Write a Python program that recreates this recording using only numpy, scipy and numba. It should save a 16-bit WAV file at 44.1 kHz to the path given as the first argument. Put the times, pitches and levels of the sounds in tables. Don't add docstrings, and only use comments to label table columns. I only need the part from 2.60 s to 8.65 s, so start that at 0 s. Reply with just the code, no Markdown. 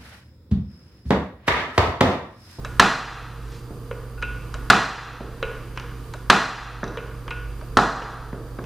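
import sys
import numpy as np
from scipy import signal
from scipy.fft import rfft, irfft
from scipy.io import wavfile
from scipy.ndimage import uniform_filter1d
from numba import njit

SR = 44100
rng = np.random.default_rng(int(sys.argv[2]) if len(sys.argv) > 2 else 0)


def level_to_linear(level):
    exponent = np.asarray(level, float) / 20
    return 10 ** exponent


def dump(signal):
    limited = np.clip(np.atleast_2d(signal).T, -1, 1)
    pcm = np.round(limited * 32767).astype(np.int16)
    wavfile.write(sys.argv[1], SR, pcm)


N = 266977
HZ = np.fft.rfftfreq(N, 1 / SR)


def along(table, hz):
    points_hz, values = np.transpose(table)
    return np.interp(np.log(hz + 1), np.log(points_hz), values)


def colour(x, table, share=1):
    return irfft(rfft(x, N) * level_to_linear(share * along(table, HZ)), N)


def causal(table, size=2048):
    log_spectrum = np.log(level_to_linear(along(table, np.fft.rfftfreq(size, 1 / SR))))
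    cepstrum = irfft(log_spectrum, size)
    folded = np.concatenate([cepstrum[:1], 2 * cepstrum[1:size // 2], np.zeros(size // 2)])
    blow = irfft(np.exp(rfft(folded)), size)
    return blow / np.abs(blow).max()


def ring(modes, seconds):
    t = np.arange(int(seconds * SR)) / SR
    tones = sum(level_to_linear(db - 60 * t / t60) * np.sin(2 * np.pi * hz * t) for hz, db, t60 in modes)
    return (1 - np.exp(-t / 0.00051)) * tones


def add(out, s, x):
    i = int(s * SR)
    out[i:i + len(x)] += x[:N - i]


def walk(rate):
    k = int(SR / rate)
    steps = np.repeat(rng.standard_normal(N // k + 1), k)
    return 1.3 * uniform_filter1d(uniform_filter1d(steps, k), k)[:N]


def pair(apart_table):
    shared, apart = rng.standard_normal((2, N))
    return shared + colour(apart, apart_table) * np.array([[1], [-1]])


# (frequency [Hz], level [dB per Hz])
AIR = [(15, -22), (25, -0.5), (126, -10.5), (198, -15), (340, -14.5), (410, -19.5), (469, -12.5),
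       (567, -26.5), (895, -26.5), (1170, -23), (2060, -37.5), (4750, -40), (6920, -43), (14300, -42),
       (15500, -41)]
# (frequency [Hz], unrelated part under the shared [dB])
AIR_APART_DB = [(50, -45), (500, -20), (2000, -4), (5000, -3.5), (12000, -1)]
# (frequency [Hz], rms level [dB], pitch wander [%], level wander [dB])
TONES = [
    (51.4, -38, 2.75, 2.5),
    (119.8, -39, 0.37, -0.1),
    (151.3, -56.5, 1.5, 5.5),
    (472.5, -55, 3.5, 4),
    (1184, -60.5, 1.19, -3.5),
    (4740, -66.5, 1.28, -2),
    (9580, -65.5, 0.576, 3),
    (14350, -62, 1.1, 1.5),
]


def background():
    air = colour(pair(AIR_APART_DB), AIR)
    air = air * level_to_linear(-46.5 + 1.0 * walk(4.7)) / np.sqrt(np.mean(air ** 2))
    tones = 0
    for hz, db, wander, flutter_db in TONES:
        quick = hz / 40 + 6
        phase = 2 * np.pi * np.cumsum(hz * (1 + wander / 100 * walk(quick))) / SR
        tones = tones + np.sqrt(2) * level_to_linear(db + flutter_db * walk(quick)) * np.sin(phase)
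    left_minus_right_db = -1.5
    return (air * level_to_linear(7.0) + tones) * level_to_linear(left_minus_right_db * np.array([[.5], [-.5]]))


# (time [s], level [dB])
RUSTLE = [
    (0.78, -70),
    (0.82, -60),
    (0.944, -48.5),
    (1.08, -60),
]


def sleeve():
    s, db = np.transpose(RUSTLE)
    grains = rng.standard_normal(N) * level_to_linear(2.23 * walk(119.7))
    cloth = signal.sosfilt(signal.butter(2, [500, 6000], "bandpass", fs=SR, output="sos"), grains)
    swell_db = np.interp(np.arange(N) / SR, s, db, left=-120, right=-120)
    return cloth / cloth.std() * level_to_linear(swell_db)


# (time [s], level [dB], hardness [dB per octave], metal ring [dB])
SOCKET_TAPS = [
    (0.0477, -23.5, 1.3, -39.5),
    (1.941, -24.5, 0.6, -42),
    (3.537, -28.5, 2.5, -48),
    (5.012, -33, -3, -69),
]


def gulps():
    lag_s, start_hz, rise_hz_per_s, t60_s, level_db = 0.00812, 526, 11000, .06, -31
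    t = np.arange(int(.05 * SR)) / SR
    envelope = (1 - np.exp(-t / 0.0023)) * level_to_linear(level_db - 60 * t / t60_s)
    bubble = envelope * np.sin(2 * np.pi * (start_hz + rise_hz_per_s * t / 2) * t)
    out = np.zeros(N)
    for s, *_ in SOCKET_TAPS:
        add(out, s + lag_s, bubble)
    return out


# (time [s], level [dB], hardness [dB per octave])
THUDS = [
    (1.1064, -43, -3.5),
    (2.606, -33.5, -1.2),
    (4.2306, -17, 3.5),
    (5.7285, -30.5, -0.3),
    (5.9867, -28.5, 0.2),
]
# (time [s], level [dB], hardness [dB per octave])
TICKS = [
    (1.6174, -29, 0.5),
    (3.1617, -37, 4),
    (3.1739, -18.5, 1),
    (3.1973, -27, 5),
    (4.6788, -21.5, -.5),
    (5.4196, -19, -3),
    (6.0398, -35, 4),
]
# (time [s], level [dB], hardness [dB per octave], metal ring [dB])
PLATE_HITS = [
    (1.3114, -26, -3, -39),
    (2.827, -16.5, 0.5, -22.5),
    (4.372, -23, 0.5, -30.5),
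]
CLINKS = [
    (1.5773, -44, -5, -44),
    (1.6244, -19.5, 2, -30),
    (4.6648, -44, -12, -54),
    (4.7068, -21, 2, -35),
]
LATCH = [
    (4.2404, -25.5, .1, -40.5),
    (4.278, -33, .1, -39.5),
]
# (rows, levels of the six parts [dB], levels of the bar's five mode groups, low to high [dB])
KINDS = [
    (THUDS, (1, 9.5, -19.5, -31, -31, -45), ()),
    (TICKS, (-2, -10.5, -46, -9.5, -13.5, -35), ()),
    (PLATE_HITS, (0.5, -27, -5, -5, -13, -44), (2.5, -12, -15, -9, -43)),
    (SOCKET_TAPS, (1.5, -24, -13.5, -10.5, -8.5, -14.5), (-22, -7, -14, 1, -32)),
    (CLINKS, (-2.5, -29, -10, -6.5, -15.5, -27), (-30, 0, -4, -8.5, -25)),
    (LATCH, (3.5, -3, -16, -25, -2, -25), (-24, -23, -12, 1.5, -0.5)),
]
# (low edge [Hz], high edge [Hz], rattle t60 [s])
PARTS = [
    (925, 1680, 0.031),
    (127, 528, 0.044),
    (392, 541, 0.023),
    (2170, 3070, 0.058),
    (3320, 6340, 0.014),
    (6370, 8500, 0.033),
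]
# (frequency [Hz], t60 [s])
BAR = [
    [(470, .1), (520, .06)],
    [(1448, .2), (1455, .38)],
    [(2490, .15), (2610, .3), (2720, .2)],
    [(3900, .05)],
    [(5900, .07)],
]


def handle():
    pivot_hz = 1220
    t = np.arange(int(.1 * SR)) / SR
    near, far = np.zeros(N), np.zeros(N)
    strikes = [(row, parts_db, rings_db) for rows, parts_db, rings_db in KINDS for row in rows]
    roughs = rng.standard_normal((len(strikes), len(t)))
    for (row, parts_db, rings_db), rough in zip(strikes, roughs):
        s, db, hard_db, *ring_db = row
        for (lo_hz, hi_hz, t60), part_db in zip(PARTS, parts_db):
            octaves = np.log2(np.sqrt(lo_hz * hi_hz) / pivot_hz)
            size = level_to_linear(db + part_db + hard_db * octaves)
            band = signal.butter(3, [lo_hz, hi_hz], "bandpass", fs=SR, output="sos")
            click = signal.sosfilt(band, 1. * (t == 0))
            click = click / click.max()
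            rattle = signal.sosfilt(band, rough * level_to_linear(-60 * t / t60))
            rattle = rattle / np.abs(rattle).max()
            add(near, s, size * (0.31 * click + 1.06 * rattle))
            add(far, s, size * level_to_linear(4.5) * click)
        if ring_db:
            modes = [(hz, ring_db[0] + group_db + hard_db * np.log2(hz / pivot_hz), t60)
                     for group, group_db in zip(BAR, rings_db) for hz, t60 in group]
            tone = ring(modes, seconds=.6)
            add(near, s, tone)
            add(far, s, level_to_linear(-5) * tone)
    return near, far


# (time [s], peak level [dB], softness [0-1])
SLIPS = [
    (0.196, 1.5, 0),
    (2.1, 1, 0),
    (3.699, 1, 0.01),
    (5.17, 1.47, 1),
]
# (level when sharp [dB], change when soft [dB])
SLIP_DB = [
    (-9, -6.5),
    (-6, -30),
    (-7.5, -2.5),
    (0.5, 1),
]
# (time [s], peak level [dB], pitch [Hz])
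REBOUNDS = [
    (0.226, -3, 1300),
    (2.132, 0, 1300),
    (3.729, -3, 1300),
    (5.188, -1, 1300),
]
# (frequency [Hz], level [dB per Hz])
BLOW = [(41, -41), (70, -37), (147, -6), (192, -2), (230, -3), (578, -11.5), (828, -6), (947, -4),
        (1210, -3.5), (1700, -5.5), (2130, -14.5), (4080, -17), (4460, -20.5), (6530, -26.5),
        (15000, -46.5)]
# (frequency [Hz], level [dB], t60 [s])
CASTING = [(818, -1, 0.51), (921, -6, 0.73), (996, -2, 0.53), (1195, -2, 0.54), (1276, -6, 0.64),
           (1346, -3, 0.45), (1453, -3, 0.72), (1620, -4, 0.51), (1814, -16, 1.6), (1933, 0, 0.23),
           (2159, -21, 0.87), (2385, -17, 0.73), (2487, -3, 0.22), (2670, -8, 0.31), (2756, -11, 0.51),
           (3020, -14, 0.75), (3359, -18, 0.59), (3553, -19, 0.81), (3887, -16, 0.53), (4102, -10, 0.45),
           (4156, -14, 0.46), (4813, -10, 0.24), (5399, -22, 0.49), (5631, -16, 0.31), (5879, -21, 0.58),
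           (6374, -25, 0.62), (6718, -21, 0.49), (7704, -26, 0.39)]


def slips():
    t = np.arange(int(.04 * SR)) / SR
    body = causal(BLOW, size=8192)
    clamped = ring([(hz, db / 2, .04) for hz, db, t60 in CASTING], seconds=8192 / SR)
    snap = body + level_to_linear(-27) * clamped[:len(body)]
    split = signal.butter(3, 2100, fs=SR, output="sos")
    thin = signal.butter(2, 650, "highpass", fs=SR, output="sos")
    near, far = np.zeros(N), np.zeros(N)
    roughs = rng.standard_normal((len(SLIPS), len(t)))
    for (s, db, soft), rough in zip(SLIPS, roughs):
        softness = np.clip(soft, 0, 1)
        treble_db, thump_db, grit_db, room_db = (sharp + softness * change for sharp, change in SLIP_DB)
        tear = (1 - np.exp(-t / 0.0017)) * level_to_linear(grit_db - 4.5 - 60 * t / 0.028)
        grit = signal.sosfilt(thin, signal.fftconvolve(tear * rough, body))
        for out, crack, gain_db in ((near, grit, 12), (far, snap, room_db + 14.5)):
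            dull = signal.sosfilt(split, crack)
            bright = crack - dull
            add(out, s, level_to_linear(db + gain_db) * (dull + level_to_linear(treble_db + 9.5) * bright))
        add(near, s, level_to_linear(db + 4.5) * ring([(1315, 0.0058, 0.0095)], seconds=.03))
        frame = [(195.0, thump_db, 0.43), (113, -8.5, 0.11), (327, -11, 0.1), (252, 7.5, .025)]
        add(near, s + 0.00064, level_to_linear(db - 12.5) * ring(frame, seconds=0.36))
    for s, db, hz in REBOUNDS:
        blow = ring([(hz, db + 7, .011), (.62 * hz, db - 6, .03)], seconds=.04)
        add(near, s + 0.00069, blow)
        add(far, s, level_to_linear(-3) * blow)
    return near, far


# (frequency [Hz], unrelated part under the shared [dB])
APART_DB = [(50, -30), (500, -30), (2000, -22), (5000, -12), (12000, -2)]


def ports(x):
    t = np.arange(512) / SR
    scatter = rng.standard_normal(len(t)) * level_to_linear(-60 * t / .012)
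    scatter = scatter / np.sqrt(np.sum(scatter ** 2))
    apart = colour(signal.fftconvolve(x, scatter)[:N], APART_DB)
    return x + level_to_linear(-3.5) * apart * np.array([[1], [-1]])


# (frequency [Hz], t60 [s])
SHOP_T60 = [(60, 4), (170, 0.56), (400, 0.81), (1000, 1.09), (2500, 1.085), (5000, 1.01), (8000, 0.89),
            (14000, 0.75)]


def shop(x, wet_db):
    t = np.arange(2 * SR) / SR
    dense = rfft(pair(APART_DB))
    tail = 0
    for hz in 45 * 2 ** np.arange(0, 9, .5):
        band = np.clip(1 - 2 * np.abs(np.log2((HZ + 1) / hz)), 0, 1)
        tail = tail + irfft(dense * band, N)[:, :2 * SR] * level_to_linear(-60 * t / along(SHOP_T60, hz))
    tail = tail * (1 - np.exp(-t / 0.0092))
    return level_to_linear(wet_db) * signal.fftconvolve(x[None], tail, axes=1)[:, :N]


def scene():
    near, far = np.add(slips(), handle())
    return shop(far, wet_db=-37.5) + sleeve() + background() + ports(near + gulps())


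@njit
def follow(x, down, up):
    y, e = np.empty(len(x)), x[0]
    for i in range(len(x)):
        e += (x[i] - e) * (down if x[i] < e else up)
        y[i] = e
    return y


def gain_control(x):
    keen = signal.butter(2, 2000, "highpass", fs=SR, output="sos")
    treble = np.abs(signal.sosfilt(keen, x)).max(axis=0)
    loud_db = 20 * np.log10(follow(treble, 1 / (0.0056 * SR), 1 / (0.046 * SR)) + 1e-6)
    wanted_db = -10.5 * np.clip((loud_db + 41.5) / 7, 0, 1)
    return x * level_to_linear(follow(wanted_db, 1 / (.17 * SR), 1 / (.28 * SR)))


# (frequency [Hz], left minus right [dB])
LEFT_DB = [(60, -1), (300, -1.5), (1000, -0.94), (5000, 0.5), (14000, 0.5)]


def tilt(x):
    return np.array([colour(x[0], LEFT_DB, .5), colour(x[1], LEFT_DB, -.5)])


def roll_off(x):
    return signal.sosfilt(signal.butter(12, 15350, fs=SR, output="sos"), x)


def record(dry):
    x = gain_control(tilt(dry))
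    x = x / (1 + np.abs(x / .96) ** 4) ** (1 / 4)
    x = signal.sosfilt(signal.butter(1, 11000, fs=SR, output="sos"), x)
    x = signal.sosfilt(signal.ellip(8, .2, 70, 15300, fs=SR, output="sos"), x)
    return roll_off(x)


dry = scene()
out = record(dry)
dump(out)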